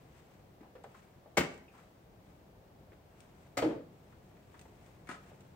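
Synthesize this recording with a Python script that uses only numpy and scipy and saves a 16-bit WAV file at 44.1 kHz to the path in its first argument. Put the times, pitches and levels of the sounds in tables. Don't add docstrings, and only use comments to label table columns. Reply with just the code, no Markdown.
import sys
import numpy as np
from scipy import signal
from scipy.fft import rfft, irfft, next_fast_len
from scipy.io import wavfile
from scipy.ndimage import uniform_filter1d

SR = 44100
rng = np.random.default_rng(int(sys.argv[2]) if len(sys.argv) > 2 else 0)


def master(y):
    cut = np.clip(np.atleast_2d(y).T, -1, 1)
    pcm = np.round(cut * 32767)
    wavfile.write(sys.argv[1], SR, pcm.astype(np.int16))


N = 244843
TIME_S = np.arange(N) / SR
RING_S = np.arange(SR) / SR
STEPS_FROM_S, STEPS_TO_S = 3.9, 5.5

# start in seconds, clatter level in dB, ring level in dB, low-pass cutoff in Hz.
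HOOD_HITS = [(3.6215, -27.5, -32.5, 12000), (3.639, -32.5, -38.5, 500), (3.7055, -40.5, -49.5, 4000),
             (3.748, -40.5, -55, 490), (3.785, -52.5, -68, 700)]
LATCH_HITS = [(3.5705, -34.5, -36, 16000), (3.575, -30, -68, 16000), (3.588, -29, -47, 3030)]
ROD_HITS = [(1.3692, -39, -69, 16000), (1.3713, -20.5, -29.5, 12000), (1.3765, -26.5, -59, 15000),
            (1.3815, -26, -59, 9000), (1.408, -31, -74, 7000), (1.437, -36, -53, 3000)]
KNOCK_HITS = [(5.071, -55.5, -76, 16000), (5.0895, -43.5, -42, 12000), (5.099, -48, -48.5, 8000),
              (5.112, -44.5, -60, 8000), (5.142, -51.5, -69, 8000)]
# frequency in Hz, relative level in dB, T60 in seconds.
HOOD_RESONANCES = [(54, -26, 0.74), (106.8, -19, 0.49), (160.4, -12.5, 0.56), (186, -12, 0.35),
                   (242, -12.5, 0.65), (280, -4, 0.12), (382.3, -9, 0.46), (458.5, -3.5, 0.28),
                   (525, -7, 0.12), (570, -3, 0.11), (632, -0.5, 0.2), (700, -26, 0.15), (896, -9.5, 0.23),
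                   (1390, -21, 0.2), (3100, -16, 0.11), (4500, -17.5, .15)]
LATCH_RESONANCES = [(106.9, -10.5, 0.92), (150, -35, .2), (275.6, -4, 0.41), (547, 10, 0.076),
                    (703, -1.5, 0.27), (1280, -9, 0.082), (1300, -13, 0.14), (2050, -3.5, 0.091),
                    (2370, -17, .15), (3160, -15, 0.18), (4160, -9, 0.12), (4500, -11, 0.17),
                    (4680, -12.5, 0.18)]
ROD_RESONANCES = [(112, -14, 0.31), (142.4, -4.5, 0.16), (159.4, -3.5, 0.42), (183, -13, 0.47),
                  (227, -13.5, 0.49), (262, 0, 0.16), (355, 0.5, 0.23), (415.6, -12, 0.59), (448, -6, 0.33),
                  (577, -12, 0.19), (773, -10, 0.16), (926, -13, 0.21), (1047, -15, 0.22),
                  (1537, 5.5, 0.035), (1610, -13, 0.12), (1870, -8, 0.15), (1885, 0, 0.091),
                  (2218, 7, 0.064), (2630, -29, 0.23), (2940, -7, 0.12), (3055, -10, 0.17),
                  (4080, -28, 0.18), (4730, -16, 0.15), (6800, -16, .11), (7700, -20, 0.087)]
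KNOCK_RESONANCES = [(167, -7, 0.084), (256, -0.5, 0.2), (370, 0.5, 0.086), (820, -19, 0.11),
                    (1018, -7, 0.16), (1276, 0.5, 0.11), (1490, 0.5, 0.076), (1690, -5, 0.072),
                    (1880, -9.5, 0.14)]
# frequency in Hz, relative density in dB.
HOOD_SPECTRUM = [(47, -48), (80, -42), (107, -14), (241, -19.5), (314, -3), (391, -15.5), (456, -9.5),
                 (649, -15), (725, -20), (903, -21), (1310, -26.5), (15500, -60)]
LATCH_SPECTRUM = [(59, -39), (100, -17), (166, -31), (306, -12), (429, -15.5), (712, -3.5), (977, -23.5),
                  (1260, -11), (1690, -19), (2130, -16.5), (2690, -24), (5400, -25), (8410, -26),
                  (9950, -39.5), (15500, -33)]
ROD_SPECTRUM = [(70, -9), (110, -5), (150, -2.5), (270, -6), (450, -9), (650, -9), (900, -11), (1150, -15),
                (1500, -10), (2150, -11), (3800, -21), (8300, -25.5), (9700, -37.5), (15500, -29)]
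KNOCK_SPECTRUM = [(59, -55), (100, -28), (184, -8), (275, -14), (319, -18), (378, -8), (438, -9.5),
                  (1040, -6), (1180, -11), (1290, -4), (2470, -14.5), (5280, -25), (8230, -21.5),
                  (15500, -42)]
TICK_SPECTRUM = [(500, -16), (1500, -1), (2700, 1.5), (4800, -5.5), (7000, -3), (8500, 1), (10000, -16),
                 (15500, -16)]
# frequency in Hz, left over right in dB.
HOOD_PAN = [(60, 1.0), (110, 1.0), (200, 1.6), (380, 0.5), (700, 2.6), (1290, 3.0), (2380, 7.5),
            (4400, 0.5), (8120, 3.5), (15000, 4.5)]
ROD_PAN = [(60, -5), (110, 3), (200, 0.5), (380, 1), (700, 2.5), (1290, 8), (2380, 3), (4400, -2.5),
           (8120, 11), (15000, 4)]
KNOCK_PAN = [(60, 1.0), (110, 2.0), (200, 0.5), (380, 5.3), (700, 1.8), (1290, 4.3), (2380, 3.6),
             (4400, 1.7), (8120, 4.4), (15000, 4.0)]
# start in seconds, body level in dB,
# body centre in Hz, contact level in dB, T60 in seconds.
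HANDLING_CLUNKS = [(.607, -52, 282, -63, .14), (.752, -49, 490, -59.5, 0.16), (.841, -43, 585, -55, .1),
                   (1.259, -51, 566, -79, .11), (2.918, -52, 427, -59, 0.046), (2.93, -52, 447, -57, .045),
                   (4.31, -59, 550, -70, .13), (4.654, -49.5, 580, -68, 0.057),
                   (5.314, -52, 560, -66, 0.14)]
# start in seconds, level in dB, centre in Hz, T60 in seconds.
HAND_SOLE_SCUFFS = [(.63, -55.5, 740, 0.18), (.945, -52.5, 1100, 0.1), (1.738, -58.5, 950, 0.32),
                    (1.783, -60, 1290, 0.15), (4.123, -61, 1260, .13), (4.367, -63, 1600, .08),
                    (4.542, -51.5, 1020, 0.099)]
# start in seconds, level in dB, centre in Hz.
METAL_SQUEAKS = [(1.681, -59.5, 2580), (3.625, -45, 3200), (5.072, -54.5, 2080)]
# start in seconds, level in dB.
METAL_TICKS = [(.838, -59), (1.541, -59), (1.577, -61), (3.204, -54.5), (4.593, -54.5), (4.613, -55.5),
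               (4.862, -64), (5.407, -61)]
# peak time in seconds, swish level in dB.
BODY_MOVES = [(.01, -69.5), (.17, -65), (.33, -70), (.97, -65), (1.78, -65), (2.29, -72.5), (3.22, -67),
              (3.42, -68), (4.6, -66), (4.86, -66), (5.28, -64.5)]
# frequency in Hz, relative density in dB.
SUBURB_SPECTRUM = [(15, -42), (25, -19.5), (48, -7), (69, -5), (133, -2.5), (164, -4.5), (198, -4),
                   (227, -10), (399, -10.5), (482, -11.5), (537, -12), (703, -12.5), (1380, -24.5),
                   (10400, -42.5), (15500, -35.5)]
# frequency in Hz, coherence from 0 to 1.
DIFFUSE_COHERENCE = [(50, 1), (130, 0.93), (250, 0.93), (500, 0.56), (1000, 0), (2000, 0)]
# frequency in Hz, relative density in dB.
CLOTH_SPECTRUM = [(200, -4), (700, 3), (2200, 1), (4500, -10.5), (8500, -9), (10000, -20.5), (15000, -21)]
SCATTER_SPECTRUM = [(60, -5.5), (200, -5.5), (600, -2.5), (2000, -3.5), (8000, 1.5), (15000, 2)]


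def hood_slam():
    return strike(HOOD_HITS, HOOD_RESONANCES, HOOD_SPECTRUM, HOOD_PAN,
                  clatter_t60_s=0.29, direct=0.21, bass_lag_s=0.0037, highpass_hz=45)


def hood_booms():
    start_s, length_s, rebound_s = 3.629, 0.066, 0.058
    drum_hz, first_db, loss_db = 317.5, -24, 15
    progress = np.clip(RING_S / length_s, 0, 1)
    pitch_hz = drum_hz * (1 + 0.019 * (0.5 - progress))
    envelope = np.abs(np.sin(np.pi * progress)) ** 0.83
    boom = envelope * np.sin(2 * np.pi * np.cumsum(pitch_hz) / SR)
    out = np.zeros((2, N))
    for k in range(3):
        add(out, start_s + k * rebound_s, gain(first_db - k * loss_db) * boom)
    return out


def latch_hit():
    return strike(LATCH_HITS, LATCH_RESONANCES, LATCH_SPECTRUM, HOOD_PAN,
                  clatter_t60_s=0.11, direct=0.21, bass_lag_s=0.0029, highpass_hz=102)


def rod_drop():
    return strike(ROD_HITS, ROD_RESONANCES, ROD_SPECTRUM, ROD_PAN,
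                  clatter_t60_s=0.11, direct=0.55, bass_lag_s=0.0088, highpass_hz=97.6)


def hand_knock():
    return strike(KNOCK_HITS, KNOCK_RESONANCES, KNOCK_SPECTRUM, KNOCK_PAN,
                  clatter_t60_s=0.16, direct=0.13, bass_lag_s=0.0023, highpass_hz=90)


def strike(hits, modes, spectrum, balance, clatter_t60_s, direct, bass_lag_s, highpass_hz):
    ring = sum((-1) ** k * gain(db) * decay(t60_s) * np.sin(2 * np.pi * hz * RING_S)
               for k, (hz, db, t60_s) in enumerate(modes))
    ring *= attack(0.0024)
    out = np.zeros((2, N))
    for start_s, clatter_db, ring_db, cutoff_hz in hits:
        clatter = noise(spectrum, SR, direct) * decay(clatter_t60_s) * attack(0.00015)
        hit = gain(clatter_db) * clatter + gain(ring_db) * ring
        add(out, start_s, signal.lfilter(*signal.butter(2, cutoff_hz, fs=SR), hit))
    out = signal.sosfilt(signal.butter(3, highpass_hz, "high", fs=SR, output="sos"), out)
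    size = next_fast_len(N)
    hz = np.fft.rfftfreq(size, 1 / SR)
    lag_s = bass_lag_s / (1 + (hz / 260) ** 4)
    dispersion = np.exp(-2j * np.pi * np.cumsum(lag_s) * SR / size)
    return irfft(pan(rfft(out, size) * dispersion, log_interp(balance, hz)), size)[:, :N]


def handling():
    out = np.zeros((2, N))
    for start_s, body_db, hz, contact_db, t60_s in HANDLING_CLUNKS:
        add(out, start_s, gain(body_db) * burst(hz, t60_s, width_oct=0.48, direct=0.66))
        add(out, start_s, gain(contact_db) * burst(1490, t60_s, width_oct=0.7, direct=0.4))
    for start_s, db, hz, t60_s in HAND_SOLE_SCUFFS:
        add(out, start_s, gain(db) * burst(hz, t60_s, width_oct=0.62, direct=0.35))
    for start_s, db, hz in METAL_SQUEAKS:
        add(out, start_s, gain(db) * burst(hz, t60_s=0.089, width_oct=0.13, direct=0.94))
    grit = [(STEPS_FROM_S + when * (STEPS_TO_S - STEPS_FROM_S), -66 - 8 * weakness)
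            for when, weakness in rng.random((6, 2))]
    for start_s, db in list(METAL_TICKS) + grit:
        add(out, start_s, gain(db) * noise(TICK_SPECTRUM, SR, direct=0.2) * decay(t60_s=0.039))
    return pan(out, left_db=2)


def clothing():
    rise_s, t60_s, fidget_db, stepping_db = 0.079, 0.75, -80, -75.5
    stepping = np.clip((TIME_S - STEPS_FROM_S) / rise_s, 0, 1)
    power = gain(fidget_db) ** 2 + gain(stepping_db) ** 2 * stepping
    for peak_s, db in BODY_MOVES:
        age_s = TIME_S - peak_s
        swish = np.exp(np.minimum(age_s / rise_s, -np.log(1000) * age_s / t60_s))
        power += (gain(db) * swish) ** 2
    rub = noise(CLOTH_SPECTRUM, N, direct=0.087) * np.sqrt(power)
    return pan(rub * gain(1.65 * wander(rate_hz=110)), left_db=3.5)


def driveway(x):
    wet_db, far_db = -7, -17.5
    scatter = noise(SCATTER_SPECTRUM, SR)
    low = signal.sosfiltfilt(signal.butter(2, 3200, fs=SR, output="sos"), scatter)
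    body = signal.sosfiltfilt(signal.butter(2, 8500, fs=SR, output="sos"), scatter)
    near = body * decay(t60_s=0.4) + (scatter - body) * decay(t60_s=0.21)
    far = gain(far_db) * low * decay(t60_s=0.77)
    tail = (near + far) * np.clip((RING_S - 0.004) / 0.011, 0, 1)
    tail /= np.sqrt(np.sum(tail ** 2) / 2)
    return x + gain(wet_db) * signal.fftconvolve(x.mean(axis=0)[None], tail, axes=1)[:, :N]


def suburb():
    level_db, rise_db_per_s = -59, 0.29
    murmur = noise(SUBURB_SPECTRUM, N)
    traffic = signal.lfilter(*signal.butter(1, 600, fs=SR), murmur)
    swell_db = -0.5 + rise_db_per_s * TIME_S + 0.8 * wander(rate_hz=5.47)
    return gain(level_db) * pan(murmur + traffic * (gain(swell_db) - 1), left_db=1.35)


def burst(centre_hz, t60_s, width_oct, direct):
    hz = np.geomspace(20, 20000, 120)
    offset = np.log2(hz / centre_hz) / width_oct
    band_db = -20 * np.log10(1 + offset ** 2 + offset ** 4 / 10)
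    return noise(np.c_[hz, band_db], SR, direct) * decay(t60_s) * attack(0.0011)


def noise(spectrum, size, direct=0):
    hz = np.fft.rfftfreq(size, 1 / SR)
    coherence = np.clip(direct + (1 - direct) * log_interp(DIFFUSE_COHERENCE, hz), 0, 1)
    shaped = rfft(rng.standard_normal((2, size))) * gain(log_interp(spectrum, hz)) * (hz > 0)
    mid, side = shaped * np.sqrt([1 + coherence, 1 - coherence])
    x = irfft([mid + side, mid - side], size)
    return x / x.std()


def wander(rate_hz):
    hold = int(SR / rate_hz)
    return uniform_filter1d(np.repeat(rng.standard_normal(N // hold + 1), hold), hold)[:N]


def attack(tau_s):
    return 1 - np.exp(-RING_S / tau_s)


def decay(t60_s):
    return np.exp(-np.log(1000) * RING_S / t60_s)


def gain(db):
    return 10 ** (np.asarray(db) / 20)


def log_interp(points, hz):
    points_hz, values = np.transpose(points)
    return np.interp(np.log(hz + 1e-6), np.log(points_hz), values)


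def pan(x, left_db):
    return x * gain(np.array([[0.5], [-0.5]]) * left_db)


def add(out, start_s, x):
    i = int(start_s * SR)
    out[:, i:i + x.shape[-1]] += x[..., :N - i]


def scene():
    car = rod_drop() + latch_hit() + hood_slam() + hand_knock() + handling()
    car[1] = np.roll(car[1], 3)
    return driveway(car) + hood_booms() + clothing() + suburb()


def record(dry):
    return signal.sosfilt(signal.ellip(10, 0.2, 70, 15750, fs=SR, output="sos"), dry)


dry = scene()
out = record(dry)
master(out)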